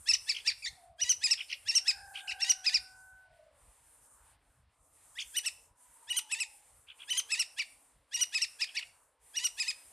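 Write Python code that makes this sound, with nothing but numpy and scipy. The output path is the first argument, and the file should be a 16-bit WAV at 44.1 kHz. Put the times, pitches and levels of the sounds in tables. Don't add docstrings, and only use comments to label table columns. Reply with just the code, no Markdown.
import sys
import numpy as np
from scipy import signal
from scipy.fft import rfft, irfft
from scipy.io import wavfile
from scipy.ndimage import uniform_filter1d, map_coordinates

SR = 44100
rng = np.random.default_rng(int(sys.argv[2]) if len(sys.argv) > 2 else 0)


def wrap_up_sound(samples):
    columns = np.atleast_2d(samples).T
    tamed = np.clip(columns, -1, 1)
    steps = np.round(tamed * 32767).astype(np.int16)
    wavfile.write(sys.argv[1], SR, steps)


N = 437472
TIME = np.arange(N) / SR

# time in seconds from the top of the call, pitch in Hz, relative whistle level in dB, relative rasp level in dB.
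RUN_UP = [(-.034, 1590, -27, -31.5), (-.023, 1700, -12.5, -10.5), (-.013, 1790, -4.5, -2),
          (-.0052, 2034, -1.5, -2)]


def from_db(db):
    return 10 ** (np.asarray(db) / 20)


def rms_one(x):
    return x / np.sqrt(np.mean(x ** 2) + 1e-20)


def follow(rows, t):
    s, *columns = np.transpose(rows)
    return [np.interp(t, s, column) for column in columns]


def wander(rate, size):
    at = np.arange(size) * rate / SR
    return map_coordinates(rng.standard_normal(size // 32 + 8), [at], order=2, mode="nearest")


def noise(colour):
    hz, db = np.transpose(colour)
    log_hz = np.log(np.arange(N // 2 + 1) * SR / N + 1)
    known_log_hz = np.log([hz[0] / 2, *hz, hz[-1] * 2])
    known_db = [db[0] - 60, *db, db[-1] - 60]
    gain = from_db(np.interp(log_hz, known_log_hz, known_db))
    return rms_one(irfft(rfft(rng.standard_normal(N)) * gain, N))


def patchy(x, centres_hz, spread_db, rate):
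    spectrum = rfft(x)
    hz = np.arange(N // 2 + 1) * SR / N
    total = 0
    for band in np.eye(len(centres_hz)):
        band_sound = irfft(spectrum * np.interp(hz, centres_hz, band), N)
        total = total + band_sound * from_db(spread_db * wander(rate, N))
    return total


def add(track, s, sound):
    i = round(s * SR)
    track[i:i + len(sound)] += sound[:N - i]


def low_pass(x, hz, order=2):
    return signal.sosfilt(signal.butter(order, hz, fs=SR, output="sos"), x)


def echo(t60, start_s=0.0017):
    t = np.arange(SR) / SR
    return rms_one(rng.standard_normal(SR) * from_db(-60 * t / t60) * (t > start_s)) / np.sqrt(SR)


def rumble(waver_db=5.5):
    # time in seconds, level in dB before the waver.
    rumble_level = [(0, -72.5), (3.3, -74), (6.5, -81.5)]
    # frequency in Hz, relative level in dB per Hz.
    rumble_colour = [(20, -21.5), (48, 2), (85, -1.5), (124, -7.5), (260, -27)]
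    return from_db(follow(rumble_level, TIME)[0] + waver_db * wander(22, N)) * noise(rumble_colour)


def open_air(hiss_db, level_db=-69.5, air_share=0.22):
    # frequency in Hz, relative level in dB per Hz.
    air_colour = [(170, -19.5), (291, -3), (367, -12.5), (446, -3.5), (950, 0.5), (2440, -9.5),
                  (5200, -17.5), (7000, -33)]
    air_db = level_db + air_share * (hiss_db - hiss_db.max()) + 1.1 * wander(5.1, N)
    air = from_db(air_db) * noise(air_colour)
    return patchy(air, np.geomspace(250, 2000, 9), spread_db=3, rate=7)


def hiss_level(waver_db=1.5):
    # time in seconds, level in dB.
    steady_level = [(0, -57.5), (1.4, -61), (3.9, -67), (5.05, -63.5), (5.35, -55), (6.1, -65.5),
                    (6.5, -59), (7.6, -63.5), (9.9, -59)]
    # deepest moment in seconds, depth in dB, sinking time in seconds, return time in seconds.
    lull_rows = [(0.959, 36, 0.11, 0.027), (3.289, 23, 0.11, 0.093), (3.499, 19.5, .08, 0.069),
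                 (4.379, 23.5, 0.034, 0.069), (4.671, 29.5, .11, .13), (5.749, 24, 0.077, 0.037),
                 (6.939, 15.5, 0.2, 0.036), (8.061, 23, 0.16, 0.052), (9.189, 28, 0.18, 0.044)]
    lulls = np.zeros(N)
    for s, depth_db, sink_s, return_s in lull_rows:
        lulls += depth_db * np.exp(-np.maximum((s - TIME) / sink_s, (TIME - s) / return_s))
    return follow(steady_level, TIME)[0] - lulls + waver_db * wander(22, N)


def hiss(hiss_db, side_db=-6.5):
    # frequency in Hz, relative level in dB per Hz.
    hiss_colour = [(1180, -44), (2300, -19), (3940, -15), (5030, -9.5), (8960, 12.5), (13700, -6.5)]
    both = noise(hiss_colour) + from_db(side_db) * noise(hiss_colour) * np.array([[1], [-1]])
    return from_db(hiss_db) * patchy(both, np.linspace(5000, 13000, 5), spread_db=1.8, rate=18)


def far_calls(spread_hz=130, droop=.05):
    # middle in seconds, spread to each side in seconds, pitch at the middle in Hz, level in dB.
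    far_rows = [(0.9, 0.11, 703, -62), (3.414, 0.096, 634, -63), (6.254, .25, 901, -65.5)]
    out = np.zeros(N)
    wash = rms_one(wander(spread_hz, N)) + 1j * rms_one(wander(spread_hz, N))
    for s, spread_s, hz, db in far_rows:
        away = ((TIME - s) / spread_s) ** 2 / 2
        tone = np.exp(2j * np.pi * hz * (TIME - droop * spread_s * away))
        out += from_db(db) * np.exp(-away) * np.real(wash * tone)
    return out


def rooster(harshness=1.2, yard_t60=0.65):
    # time in seconds, pitch in Hz, fundamental level in dB, octave level in dB.
    crow_curve = [(1.7, 720, -79.5, -78.5), (1.93, 798.6, -59, -54.5), (2.35, 786.6, -51.5, -53.5),
                  (2.6, 752, -64, -60), (3.2, 756, -74.5, -56.5), (3.36, 740, -82.5, -74)]
    hz, first_db, second_db = follow(crow_curve, TIME)
    start, end = crow_curve[0][0], crow_curve[-1][0]
    harsh = harshness * np.clip(1 - (TIME - start) / 1.57, 0, 1)
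    phase = 2 * np.pi * np.cumsum(hz) / SR + harsh * wander(160, N)
    crow = from_db(first_db) * np.sin(phase) + from_db(second_db) * np.sin(2 * phase)
    crow *= (TIME > start) * (TIME < end)
    return crow + .5 * signal.fftconvolve(crow, echo(yard_t60))[:N]


def syrinx(hz, partial_db, rasp_db, lift_db=0, jitter=0.0068, fuzz=.3, fourth_db=-8.0, shimmer=.09):
    size = len(hz)
    phase = 2 * np.pi * np.cumsum(hz * (1 + jitter * wander(900, size))) / SR
    whistle = np.zeros(size)
    for k, db in enumerate([*partial_db, partial_db[-1] + fourth_db], 1):
        harmonic = np.sin(k * phase + rng.uniform(0, 2 * np.pi))
        whistle += from_db(db) * harmonic * (1 + shimmer * wander(500, size))
    throat_hz = [900, 1300, 2800, 4200, 5500, 7000, 8600, 11000, 14000]
    throat_db = [-24, -11, 0, -3 + lift_db / 2, -8.5 + lift_db, -5.5 + lift_db / 2, -7, -15, -24]
    rasp = np.zeros(size)
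    for k in np.arange(.5, 8):
        gain = from_db(np.interp(k * hz, throat_hz, throat_db)) * (k * hz < SR / 2)
        blur = fuzz * k * wander(1400, size)
        rasp += gain * np.sin(k * phase + rng.uniform(0, 2 * np.pi) + blur)
    return whistle + from_db(rasp_db) * rms_one(rasp)


def twitters(width_s=0.0032, droop=0.19, run_up_db=-14.0, beak_hz=5400, rasp_lift_db=13.5, rasp_db=-14,
             fuzz=.55, uneven_db=3.5, uneven=.15):
    # top of the first note in seconds, number of notes, seconds from note to note,
    # base pitch in Hz, base fundamental level in dB, base octave level in dB.
    twitter_rows = [(.351, 4, 0.018, 3235, -38, -43), (.518, 1, .015, 2470, -37, -35),
                    (1.38, 4, 0.015, 3344, -38, -58), (1.504, 4, 0.013, 3130, -35, -38.5),
                    (2.16, 4, 0.016, 3260, -36, -52.5), (6.889, 3, 0.015, 3440, -47, -78),
                    (7.006, 3, .0147, 3376, -44.5, -74), (8.677, 3, 0.016, 3280, -47, -66),
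                    (8.813, 2, 0.017, 2974, -38.5, -55.5)]
    # ratio to the base pitch, level in dB added to the base.
    note_rows = [(1.0, -2.5), (1.0, 1), (.93, -.5), (1.1, -9)]
    notes, rasp = np.zeros(N), np.zeros(N)
    t = np.arange(-.02, .02, 1 / SR)
    silent = -np.inf
    for start, count, step_s, run_hz, first_db, second_db in twitter_rows:
        lift_db = second_db - first_db + rasp_lift_db
        for k, (ratio, note_db) in enumerate(note_rows[:count]):
            away = (t / width_s / np.exp(uneven * rng.normal())) ** 2
            s = start + k * step_s + t[0]
            hz = run_hz * ratio * (1 - 2 * droop * np.tanh(away ** 0.76 / 2))
            db = note_db + uneven_db * rng.normal() + 2 - 3.63 * away
            add(notes, s, syrinx(hz, (first_db + db, second_db + db, silent), silent, jitter=0.024))
            rasp_gain = from_db(first_db + note_db + rasp_db - away)
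            add(rasp, s, rasp_gain * syrinx(hz, [silent], 0, lift_db, fuzz=fuzz))
        hz, _, buzz_db = follow(RUN_UP, np.arange(RUN_UP[0][0], RUN_UP[-1][0], 1 / SR))
        run_up = syrinx(hz, [silent], first_db + run_up_db + buzz_db, lift_db, fuzz=fuzz)
        fade_in = signal.windows.hann(2 * len(hz))[:len(hz)] ** .5
        add(rasp, start + RUN_UP[0][0], run_up * fade_in)
    return low_pass(notes + rasp, beak_hz, order=6)


def warbles(rasp_db=-19.5, throat_hz=5200, throat_width_hz=900, twelfth_db=-11.0, throat_db=9.0):
    # time in seconds, pitch in Hz before smoothing,
    # fundamental level in dB, octave level in dB.
    warble_curves = [
        [(.62, 2067, -51.5, -54.5), (.629, 2643, -43, -46.5), (.638, 2230, -48.5, -48.5),
         (.651, 2392, -44.5, -30), (.657, 2145, -39.5, -39.5), (.664, 1713, -42, -34), (.674, 1960, -36, -37),
         (.682, 2233, -40.5, -35.5), (.691, 2050, -52, -37)],
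        [(2.272, 1890, -55, -44), (2.283, 2990, -31, -55), (2.29, 2470, -45.5, -39.5),
         (2.299, 2796, -27.5, -41.5), (2.306, 2510, -42, -39.5), (2.315, 1798, -41.5, -39),
         (2.323, 2980, -28, -43.5), (2.332, 1757, -57.5, -47.5)],
        [(5.152, 1590, -61.5, -60), (5.183, 2040, -39.5, -55), (5.192, 3764, -30.5, -66),
         (5.201, 2164, -40, -39), (5.21, 3670, -35.5, -43), (5.217, 1956, -41, -41.5), (5.225, 3440, -37, -42),
         (5.233, 2700, -53.5, -53)],
    ]
    out = np.zeros(N)
    for call in warble_curves:
        hz, first_db, second_db = follow(call, np.arange(call[0][0], call[-1][0], 1 / SR))
        hz = uniform_filter1d(hz, size=130)
        flare_db = throat_db * np.exp(-((3 * hz - throat_hz) / throat_width_hz) ** 2)
        third_db = second_db + twelfth_db + flare_db
        voice = syrinx(hz, (first_db, second_db, third_db), np.maximum(first_db, second_db) + rasp_db)
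        add(out, call[0][0], voice * signal.windows.tukey(len(hz), .1))
    return out


def chirps(slur_s=.058, slur_hz=1860, slur_rise=0.021, slur_follows=0.42, slur_whistle_db=-8.5, slur_rasp_db=-2.5,
           slur_sag_db_per_s=-72.0, held_rasp_db=-7.5, strength_follows=0.31, leap_s=.0025, release_s=0.006,
           held_bend=0.0054, loose_bend=.008, rasp_waver_db=3.5):
    # time of the top in seconds, shape name, hold in seconds, top pitch in Hz, held pitch in Hz,
    # then the levels of the fundamental, octave and twelfth in dB before the swell.
    chirp_rows = [(0.0908, "open", 0.021, 2760, 2630, -30.5, -19, -34),
                  (.139, "close", 0.0034, 3020, 2850, -30.5, -18, -39),
                  (0.2966, "lone", 0.017, 2713, 2342, -33.5, -25, -40),
                  (0.4786, "lone", 0.017, 2800, 2390, -30.5, -23, -40.5),
                  (1.0167, "open", 0.018, 2875, 2966, -33.5, -24.5, -45.5),
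                  (1.0967, "peak", 0.021, 3217, 2994, -32.5, -18.5, -36.5),
                  (1.2418, "answer", .022, 2567, 2505, -32, -24, -31.5),
                  (1.3135, "close", 0.016, 2896, 2672, -31.5, -20, -35),
                  (1.6881, "open", 0.018, 2826, 2720, -32.5, -24.5, -44),
                  (1.756, "peak", 0.023, 3094, 2757, -33, -19.5, -33.5),
                  (1.883, "close", .02, 2700, 2556, -31, -21.5, -34.5),
                  (2.422, "open", 0.016, 2860, 2740, -31.5, -26, -46),
                  (2.499, "peak", 0.015, 3080, 2888, -31, -18.5, -34.5),
                  (2.6674, "answer", 0.019, 2656, 2498, -31.5, -22.5, -48),
                  (2.7466, "close", 0.018, 2790, 2475, -32, -21, -42),
                  (5.3689, "open", .017, 2980, 2968, -29.5, -30, -29.5),
                  (5.4628, "peak", 0.017, 2990, 2688, -32.5, -32, -32),
                  (6.1042, "open", 0.017, 3006, 2914, -30, -43, -39),
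                  (6.17, "peak", 0.017, 3200, 2975, -31, -32, -27),
                  (6.3235, "answer", 0.017, 2763, 2610, -31.5, -39.5, -31.5),
                  (6.406, "close", 0.02, 2830, 2598, -32, -35.5, -33.5),
                  (7.1073, "open", .0163, 3000, 3054, -28, -35.5, -37.5),
                  (7.1775, "peak", 0.017, 3290, 3112, -30, -28.5, -29.5),
                  (7.3215, "answer", 0.02, 2665, 2610, -29.5, -30.5, -33),
                  (7.398, "close", .018, 2964, 2707, -30.5, -26.5, -32.5),
                  (7.5973, "lone", 0.018, 2880, 2390, -29.5, -34, -56),
                  (8.1445, "open", 0.016, 2885, 2880, -33.5, -29, -38),
                  (8.2135, "peak", .0173, 3042, 2909, -31, -24, -31.5),
                  (8.351, "answer", 0.023, 2640, 2560, -30.5, -29, -39),
                  (8.4217, "close", 0.016, 2880, 2687, -31.5, -25.5, -37),
                  (8.6207, "lone", 0.015, 2776, 2483, -31.5, -28, -45),
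                  (8.7728, "lone", 0.015, 2880, 2313, -31.5, -32, -62),
                  (9.369, "open", 0.015, 2850, 2861, -33, -30, -41.5),
                  (9.4468, "peak", 0.019, 3007, 2891, -33, -26, -33),
                  (9.6018, "answer", 0.018, 2560, 2514, -32.5, -29.5, -34.5),
                  (9.684, "answer", 0.018, 2576, 2534, -33, -29.5, -37.5)]
    shapes = {"open": (.01, .009, 3, -18), "peak": (.012, .009, 1, -10), "answer": (.02, .014, -2, -10),
              "close": (.035, .013, -3, -13), "lone": (.035, .011, -5, -11)}
    # share of the fall time, share of the height above the low voice
    # that is left, relative whistle level in dB, relative rasp level in dB.
    fall_rows = [(.45, .62, -4, -3), (.9, 0, -3, -4), (1.15, -.05, -13, -8)]
    # fundamental, octave and twelfth, in dB relative to the chirp's strength.
    low_voice_db = (-9.5, -7.5, -12.5)
    out, last_end = np.zeros(N), 0
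    usual_hz = np.mean([row[4] for row in chirp_rows])
    for s, name, hold, top_hz, held_hz, *held_db in chirp_rows:
        sag, fall_s, swell_db, rough_db = shapes[name]
        first_db, second_db, _ = held_db
        strength_db = first_db + strength_follows * (second_db - first_db)
        low_hz = slur_hz * (held_hz / usual_hz) ** slur_follows
        run_up, gap = RUN_UP, s - last_end
        if gap < slur_s:
            sag_db, from_hz = slur_sag_db_per_s * gap, low_hz * (1 - slur_rise)
            run_up = [(-gap - release_s, from_hz, -25, -20),
                      (-gap, from_hz, slur_whistle_db, slur_rasp_db),
                      (-gap / 2, low_hz, slur_whistle_db + sag_db, slur_rasp_db + sag_db / 2),
                      RUN_UP[-1]]
        last_hz = held_hz * (1 - sag)
        held = [(-leap_s, .95 * top_hz, -swell_db / 2 - 4.5, held_rasp_db),
                (0, top_hz, -swell_db / 2, held_rasp_db),
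                (.4 * hold, held_hz, 0, held_rasp_db),
                (hold, last_hz, swell_db / 2, held_rasp_db)]
        fall = [(hold + part * fall_s, low_hz + left * (last_hz - low_hz), *levels)
                for part, left, *levels in fall_rows]
        curve = [*run_up, *held, *fall, (fall[-1][0] + release_s, 1750, -35, -25)]
        hz, whistle_db, buzz_db = follow(curve, np.arange(curve[0][0], curve[-1][0], 1 / SR))
        high = np.clip((hz - low_hz) / (last_hz - low_hz), 0, 1)
        partial_db = [whistle_db + high * db + (1 - high) * (strength_db + low_db)
                      for db, low_db in zip(held_db, low_voice_db)]
        bend = held_bend + loose_bend * (1 - high)
        hz = uniform_filter1d(hz, size=56) * (1 + bend * wander(90, len(hz)))
        rasp_db = strength_db + rough_db + buzz_db + rasp_waver_db * wander(150, len(hz))
        lift_db = .7 * (second_db - first_db) - 2.5
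        add(out, s + curve[0][0], syrinx(hz, partial_db, rasp_db, lift_db))
        last_end = s + fall[-1][0]
    return out


def beak(x, dip_hz=4200, dip_db=-1.5, gape_hz=11300):
    dip = signal.lfilter(*signal.iirpeak(dip_hz, 4, fs=SR), x)
    return low_pass(x + (from_db(dip_db) - 1) * dip, gape_hz, order=4)


def porch(x, near_db=-8.0, near_t60=0.09, room_db=-17.0, room_t60=0.38, dull_hz=7000, wide_db=-23.0, wide_hz=6300):
    room = low_pass(echo(room_t60, 0.014), dull_hz)
    treble = signal.butter(4, wide_hz, "high", fs=SR, output="sos")
    wide = signal.sosfilt(treble, echo(near_t60))
    middle = signal.fftconvolve(x, from_db(near_db) * echo(near_t60) + from_db(room_db) * room)[:N]
    side = from_db(wide_db) * signal.fftconvolve(x, wide)[:N]
    return x + middle + side * np.array([[1], [-1]])


def scene():
    hiss_db = hiss_level()
    background = rumble() + open_air(hiss_db) + hiss(hiss_db)
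    birds = porch(twitters() + beak(warbles() + chirps()))
    return background + far_calls() + rooster() + birds


def record(dry):
    return signal.sosfilt(signal.ellip(10, .2, 80, 14500, fs=SR, output="sos"), dry)


dry = scene()
out = record(dry)
wrap_up_sound(out)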